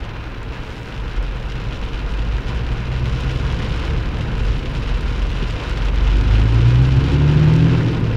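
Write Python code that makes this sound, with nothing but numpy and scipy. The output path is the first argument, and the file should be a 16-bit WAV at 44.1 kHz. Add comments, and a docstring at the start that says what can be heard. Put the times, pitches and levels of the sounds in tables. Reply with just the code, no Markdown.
"""Rainy traffic from inside a car

Drops patter on the lined roof and tick on the windshield, a few fat ones slapping the glass,
over a bed of road rumble and tyre roar. A low engine hum climbs in pitch, then drops back towards
idle. The body takes one soft bump; then the engine revs up, booming in the cabin and growling
in the exhaust, with a wet-tyre rush that grows with speed."""
import sys
import numpy as np
from scipy import signal
from scipy.fft import rfft, irfft, next_fast_len
from scipy.io import wavfile

SR = 44100
rng = np.random.default_rng(int(sys.argv[2]) if len(sys.argv) > 2 else 0)


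def dump_mix(stems):
    """Bounce the given channels to the path in sys.argv[1] as a 16-bit WAV at rate SR."""
    frames = np.atleast_2d(stems).T  # one column per channel
    limited = np.clip(frames, -1, 1)  # hard clip at full scale
    pcm = np.round(limited * 32767).astype(np.int16)
    wavfile.write(sys.argv[1], SR, pcm)


N = 359876

# how hard the rain hits: (time [s], roof level [dB], windshield drive [dB])
RAINFALL = [(0, -35.5, -54), (0.45, -37, -54.5), (0.65, -36.5, -51), (1.4, -37, -52), (2.0, -36, -48.5),
            (2.9, -34.5, -48.5), (3.25, -35, -44.5), (3.8, -33, -44), (4.05, -34, -48.5), (4.7, -36, -45.5),
            (5.0, -34, -45.5), (5.3, -35.5, -45.5), (5.65, -33, -45.5), (6.7, -33, -44),
            (7.1, -32.5, -44.0), (7.75, -31.5, -46.0), (8.16, -35, -47)]
# drops landing together: (time [s], lift [dB])
FLURRIES = [(.53, 3), (1.54, 3), (2.48, 4.5), (3.06, 1.5), (3.26, 2.5), (3.47, 0), (4.19, 2), (4.88, 4),
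            (5.6, 4), (5.83, 1), (6.07, 2), (6.52, 2), (7.089, 2), (7.74, 2)]
# a brief gap in the rain: (time [s], half length [s], dip [dB])
LULL = (5.912, 0.013, -5)
# panel and cabin resonances under the rain: (frequency [Hz], width [Hz], lift [dB])
PANEL_MODES = [(751, 80, 3), (945, 150, 1.8), (1122, 48, -4.5), (1250, 51, 1), (1450, 50, 3.5),
               (1930, 46, 1.5), (2450, 63, 4.5), (2710, 57, 2.9), (2984, 93, 3), (3370, 200, 0)]
# tone of the drops and the high hiss: (frequency [Hz], relative level [dB])
ROOF_EQ = [(200, -5), (450, 1), (700, -1.5), (1000, 1), (1500, -0.5), (2200, -6.5), (3000, -8.5),
           (4000, -15), (6000, -25.5), (9000, -48.5), (15000, -69)]
GLASS_EQ = [(400, -18), (1200, -5.5), (2200, 0.5), (3000, 3), (3900, -1.5), (5000, -6.5), (6000, -12),
            (6600, -16.5), (7150, -15), (7600, -26), (8800, -23), (10500, -31.5), (15500, -59)]
CRACK_EQ = [(1500, -16), (4000, -10.5), (7000, 10), (9000, 1), (12000, -3.5), (15500, -14), (19000, -31.5)]
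SPLAT_EQ = [(500, -12), (1500, -4), (3000, 0), (4500, -5), (6000, -10.5), (7200, -14), (8000, -20.5),
            (11000, -31.5), (15500, -33)]
SIZZLE_EQ = [(2000, -18), (5000, 7), (9500, -2), (15500, -11)]
# tone of the road bed: (frequency [Hz], relative level [dB])
RUMBLE_EQ = [(5, -43), (14, -13.5), (22, -4), (32, -6.5), (44, -2), (62, -3), (85, -14), (150, -24.5),
             (400, -76), (2000, -110)]
DRONE_EQ = [(30, -18), (60, 2), (88, -6), (108, 13), (128, 8), (150, 3.5), (185, 0), (235, -3.8), (300, -8),
            (600, -56), (2000, -100)]
TYRE_EQ = [(150, -14.5), (215, -2.5), (278, -0.5), (320, -2), (360, -1), (405, -5), (455, 1), (530, -6),
           (620, -15.5), (1200, -22), (4000, -57.5), (10000, -93)]
# swells of the traffic's tyre roar and the body's rumble: (time [s], level [dB])
TYRE_LEVEL = [(0, -40.5), (1, -39.5), (2, -37.5), (3.6, -34), (4.5, -34.5), (5.2, -36.5), (6, -34.5),
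              (7, -32), (8.16, -30)]
RUMBLE_LEVEL = [(0, -27.5), (.75, -30), (1.1, -26.5), (3.6, -24.5), (5.3, -27), (8.16, -27)]
# heavy drops on the windshield: (time [s], relative splat level [dB], relative crack level [dB])
FAT_DROPS = [(0.4305, -30, -54), (0.5242, -30, -65), (1.2271, -27, -62), (1.5205, -25, -56.5),
             (2.469, -27, -61), (3.0574, -22, -53), (3.2074, -24, -50), (3.5249, -23, -52),
             (3.7988, -30, -52), (3.8524, -23, -56), (4.3804, -27, -54), (5.0084, -27, -51),
             (5.3028, -24, -55), (5.5087, -26, -49), (5.6962, -20.5, -53), (5.7747, -20.5, -56),
             (5.8494, -23, -62), (5.9592, -24, -50), (6.1703, -31, -49), (6.2114, -21.5, -51),
             (6.9636, -26, -54), (7.0404, -22, -50), (7.485, -23, -60), (7.5384, -21, -49),
             (7.5638, -22, -49)]
# one swell of high hiss: (time [s], half length [s], level [dB])
SIZZLE_SWELL = (.8, 0.22, -60)
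# engine speed for the low hum and the later rev: (time [s], crank speed [turns/s])
HUM_SPEED = [(0.9, 20.2), (1.58, 23), (2.19, 24.9), (2.44, 26.7), (2.96, 31.5), (4.34, 36.7), (4.6, 23)]
REV_SPEED = [(4.2, 22.6), (5.37, 22), (5.91, 23.2), (6.25, 25), (7.06, 34.3), (7.39, 37.9), (7.73, 40.7),
             (8.16, 40.4)]
# engine effort; the rev surges at idle, then opens up: (time [s], drive [dB])
HUM_EFFORT = [(.9, -25), (1.2, -19), (1.65, -31), (2.65, -18), (3.25, -18), (4.3, -23), (4.6, -29)]
REV_EFFORT = [(2.9, -27), (4.25, -27), (4.5, -17.5), (4.68, -26), (4.95, -17.5), (5.3, -17), (5.6, -26),
              (6.0, -14), (6.4, -12.5), (7.78, -12), (8.16, -32)]
# engine harmonics: (order [multiple of crank speed], relative level [dB])
HUM_ORDERS = [(2, -0.5), (4, -6.5)]
REV_ORDERS = [(2, -.7), (3, -5.5), (4, -.3), (5, -20)]
# the cabin's standing waves: (frequency [Hz], gain [dB])
CABIN_BOOM = [(36, -7), (50, 1.5), (60, -5.5), (71, -6), (80, -12.5), (90, -24.5), (100, -8.5), (110, -4.5),
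              (121, -0.5), (134, -2.5), (137.5, -13.5), (141.5, -4.5), (158, -0.5), (166, -11)]
# a knock through the suspension: (time [s], drive [dB])
BUMP = (5.423, -14.5)
# the car body's ring: (frequency [Hz], relative level [dB], t60 [s])
BODY_MODES = [(166, 1.5, 0.071), (207, -0.5, 0.075), (410, -3.5, 0.055)]
# narrow exhaust resonances, plus one broad band of wet-tyre rush:
# (frequency [Hz], nominal width [Hz], relative level [dB])
GROWL_AND_RUSH_BANDS = [(274, 19.7, -2.5), (338.4, 18.5, -5.5), (357, 26, -17), (890, 40, -18),
                        (755, 450, -29), (1440, 21, -17.5)]


def from_db(db):
    """Decibels to gain."""
    return 10 ** (np.asarray(db) / 20)


def rms_one(x):
    """Scale to unit rms."""
    return x / np.sqrt(np.mean(x ** 2) + 1e-20)


def peak_one(x):
    """Scale to unit peak."""
    return x / np.max(np.abs(x))


def in_time(rows):
    """One value per sample for each column of an envelope."""
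    times, *columns = np.transpose(rows)
    return [np.interp(np.arange(N) / SR, times, column) for column in columns]


def drift(rate_hz):
    """Slow random wobble of about unit rms."""
    pole = np.exp(-80 * np.pi * rate_hz / SR)   # one step per 40 samples
    slow = signal.lfilter([1], [1, -2 * pole, pole * pole], rng.standard_normal(N // 40 + 2002))[2000:]
    return np.interp(np.arange(N) / 40, np.arange(len(slow)), rms_one(slow))


def colour(x, eq, resonances=()):
    """Minimum-phase EQ with resonances on top."""
    size = 2 * next_fast_len(N // 2 + SR // 4)
    hz = np.maximum(np.arange(size // 2 + 1) * SR / size, 1)
    eq_hz, eq_db = np.transpose(eq)
    db = np.interp(np.log(hz), np.log(eq_hz), eq_db)
    for centre, width, lift in resonances:
        db = db + lift / (1 + (2 * (hz - centre) / width) ** 2)
    cepstrum = irfft(np.log(from_db(db)))
    cepstrum[1:size // 2] *= 2   # folded onto positive time, so nothing rings early
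    cepstrum[size // 2 + 1:] = 0
    return irfft(rfft(x, size) * np.exp(rfft(cepstrum)))[:N]


def noise(eq):
    """Coloured noise of unit rms."""
    return rms_one(colour(rng.standard_normal(N), eq))


def resonate(x, hz, width_hz):
    """One resonance with unity gain at its peak."""
    r = np.exp(-np.pi * width_hz / SR)
    feedback = [1, -2 * r * np.cos(2 * np.pi * hz / SR), r * r]
    return signal.lfilter((1 - r * r) / 2 * np.array([1, 0, -1]), feedback, x)


def flurries(rise_s=0.016):
    """The rain's quick swings in dB: a random flutter, fast-rising flurries and one lull."""
    t = np.arange(N) / SR
    swing_db = 0.7 * drift(rate_hz=9)
    for at_s, lift_db in FLURRIES:
        age = np.maximum((t - at_s) / rise_s + 0.5, 0)
        swing_db += lift_db * age * np.exp(1 - age)
    at_s, half_s, dip_db = LULL
    return swing_db + dip_db * np.exp(-((t - at_s) / half_s) ** 2)


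def impacts(per_s, spread_db, max_spreads):
    """Random drop impacts: many small, a few large."""
    sizes = from_db(spread_db * np.minimum(rng.exponential(1, N), max_spreads))
    return sizes * rng.choice([-1, 1], N) * (rng.random(N) < per_s / SR)


def on_panel(clicks, t60, ring_db, cabin_db, cabin_t60=0.063, spots=12):
    """Each drop lands on one of several spots: a click, that spot's dense ring, a short cabin tail."""
    t = np.arange(SR // 8) / SR
    decays = from_db(-60 * t / np.array([[t60], [cabin_t60]]))
    spot, out = rng.integers(0, spots, N), np.zeros(N)
    for k in range(spots):
        ring, tail = rng.standard_normal((2, len(t))) * decays
        response = from_db(ring_db) * ring / np.linalg.norm(ring)
        response += from_db(cabin_db) * tail / np.linalg.norm(tail)
        response[0] += 1   # the dry click
        out += signal.oaconvolve(clicks * (spot == k), response)[:N]
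    return out


def roof(level_db):
    """Dense patter, dulled by the roof lining."""
    hits = impacts(per_s=3400, spread_db=2.5, max_spreads=3.7)
    patter = on_panel(hits, t60=0.02, ring_db=8, cabin_db=1.5)
    return from_db(level_db) * rms_one(colour(patter, ROOF_EQ, PANEL_MODES))


def windshield(drive_db):
    """Ticks on the glass, thicker in heavier rain; drops that hit a dry spot crack sharply."""
    flow = from_db(drive_db - np.mean(drive_db))
    hits = impacts(per_s=900 * flow, spread_db=5, max_spreads=3.3)
    ticks = on_panel(hits, t60=0.012, ring_db=-4.5, cabin_db=-1)
    dry_hits = impacts(per_s=120 * flow, spread_db=4.2, max_spreads=2.9)
    cracks = on_panel(dry_hits, t60=0.002, ring_db=-3, cabin_db=-10)
    glass = from_db(7) * rms_one(colour(ticks, GLASS_EQ, PANEL_MODES))
    glass += from_db(-19.5) * rms_one(colour(cracks, CRACK_EQ))
    return from_db(drive_db) * glass / np.sqrt(flow)   # denser ticks already carry part of the swell


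def road():
    """Deep body rumble, with a cabin drone that rides the traffic's tyre roar."""
    tyre_db, = in_time(TYRE_LEVEL)
    rumble_db, = in_time(RUMBLE_LEVEL)
    drone_db = -27.5 + 1.31 * (tyre_db - tyre_db.mean())
    rumble = from_db(rumble_db) * noise(RUMBLE_EQ)
    drone = from_db(drone_db) * noise(DRONE_EQ)
    return rumble + drone + from_db(tyre_db) * noise(TYRE_EQ)


def fat_drops(splat_peak_db=-18, crack_peak_db=-31.5):
    """Single heavy drops slap the glass close by: a hard crack at contact and a duller splat."""
    times, splat_db, crack_db = np.transpose(FAT_DROPS)
    splat_hits, crack_hits = np.zeros((2, N))
    at = np.round(times * SR).astype(int)
    splat_hits[at], crack_hits[at] = from_db(splat_db), from_db(crack_db)
    splats = colour(on_panel(splat_hits, t60=0.0095, ring_db=3.5, cabin_db=0.5), SPLAT_EQ, PANEL_MODES)
    cracks = colour(on_panel(crack_hits, t60=0.002, ring_db=-1.5, cabin_db=-11), CRACK_EQ)
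    return from_db(splat_peak_db) * peak_one(splats) + from_db(crack_peak_db) * peak_one(cracks)


def sizzle():
    """A faint high hiss comes and goes."""
    at_s, half_s, db = SIZZLE_SWELL
    swell = np.exp(-((np.arange(N) / SR - at_s) / half_s) ** 2)
    return from_db(db) * swell * noise(SIZZLE_EQ)


def engine(turns_per_s, orders, roughness, flutter_hz):
    """Harmonics of the crank speed, each trembling with uneven firing."""
    crank_angle = 2 * np.pi * np.cumsum(turns_per_s * (1 + 0.00384 * drift(rate_hz=6.8))) / SR
    out = np.zeros(N)
    for order, db in orders:
        tremble = 1 + roughness * drift(flutter_hz)
        out += np.sqrt(2) * from_db(db) * tremble * np.sin(order * crank_angle + rng.uniform(0, 2 * np.pi))
    return out


def boom(speed_rows, effort_rows, orders, flutter_hz):
    """Each order rides the effort, swelling and sinking as it sweeps the cabin's standing waves."""
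    speed, = in_time(speed_rows)
    effort_db, = in_time(effort_rows)
    hz, cabin_db = np.transpose(CABIN_BOOM)
    levels = [(order, effort_db + db + np.interp(order * speed, hz, cabin_db)) for order, db in orders]
    return engine(speed, levels, roughness=0.14, flutter_hz=flutter_hz)


def fader(rows, fade_s):
    """Fade in from an envelope's first point and out after its last."""
    t = np.arange(N) / SR
    return np.clip((t - rows[0][0]) / fade_s, 0, 1) * np.clip(1 + (rows[-1][0] - t) / fade_s, 0, 1)


def engine_hum():
    """A low engine hum climbs in pitch, then drops back towards idle."""
    return fader(HUM_EFFORT, fade_s=0.15) * boom(HUM_SPEED, HUM_EFFORT, HUM_ORDERS, flutter_hz=18)


def engine_rev():
    """Four cylinders fire twice a turn, idling then revving up; the low orders boom in the cabin."""
    return fader(REV_EFFORT, fade_s=0.33) * boom(REV_SPEED, REV_EFFORT, REV_ORDERS, flutter_hz=15)


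def bump(attack_s=0.003):
    """A soft knock sets the body ringing briefly."""
    at_s, drive_db = BUMP
    t = np.maximum(np.arange(N) / SR - at_s, 0)
    modes = sum(from_db(db - 60 * t / t60) * np.sin(2 * np.pi * hz * t) for hz, db, t60 in BODY_MODES)
    return from_db(drive_db) * modes * (1 - np.exp(-t / attack_s))


def growl_and_rush(start_s=5.95, opening_s=0.35, db_per_octave=12.5):
    """Upper orders and puffs ring narrow exhaust resonances; a broad wet-tyre rush grows with speed."""
    speed, = in_time(REV_SPEED)
    effort_db, = in_time(REV_EFFORT)
    load_db = -23.3 + 0.43 * (effort_db - effort_db.max())
    revs_db = db_per_octave * np.log2(speed / speed.max())
    firing = 1 + 0.92 * np.cos(2 * np.pi * np.cumsum(2 * speed) / SR)
    puffs = firing * rng.standard_normal(N)
    upper_orders = [(order, -22.5) for order in range(5, 15)]
    drive = puffs + engine(speed, upper_orders, roughness=0.51, flutter_hz=16)
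    bands = sum(from_db(db) * resonate(resonate(drive, hz, 2 * width), hz, 2 * width)
                for hz, width, db in GROWL_AND_RUSH_BANDS)
    throttle = np.clip((np.arange(N) / SR - start_s) / opening_s, 0, 1)
    return throttle * from_db(load_db + revs_db) * rms_one(bands)


def scene():
    """Mono mix: rain above, engine and road below."""
    roof_db, glass_db = in_time(RAINFALL)
    flurry_db = flurries()   # the glass feels these more than the roof
    rain = roof(roof_db + 0.74 * flurry_db) + windshield(glass_db + 0.97 * flurry_db) + fat_drops()
    return (rain + sizzle() + engine_rev() + growl_and_rush() + engine_hum() + road() + bump())[None]


def record(dry):
    """Faint hiss, softened ends, then a steep top cut."""
    hiss_db, fade_s, cutoff_hz = -67, 0.004, 15800
    fade_in = np.minimum(np.arange(N) / (fade_s * SR), 1)
    hissy = dry + from_db(hiss_db) * rng.standard_normal(dry.shape)
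    top_cut = signal.ellip(12, 0.1, 80, cutoff_hz, fs=SR, output="sos")
    return signal.sosfilt(top_cut, hissy * fade_in * fade_in[::-1])


dry = scene()
out = record(dry)
dump_mix(out)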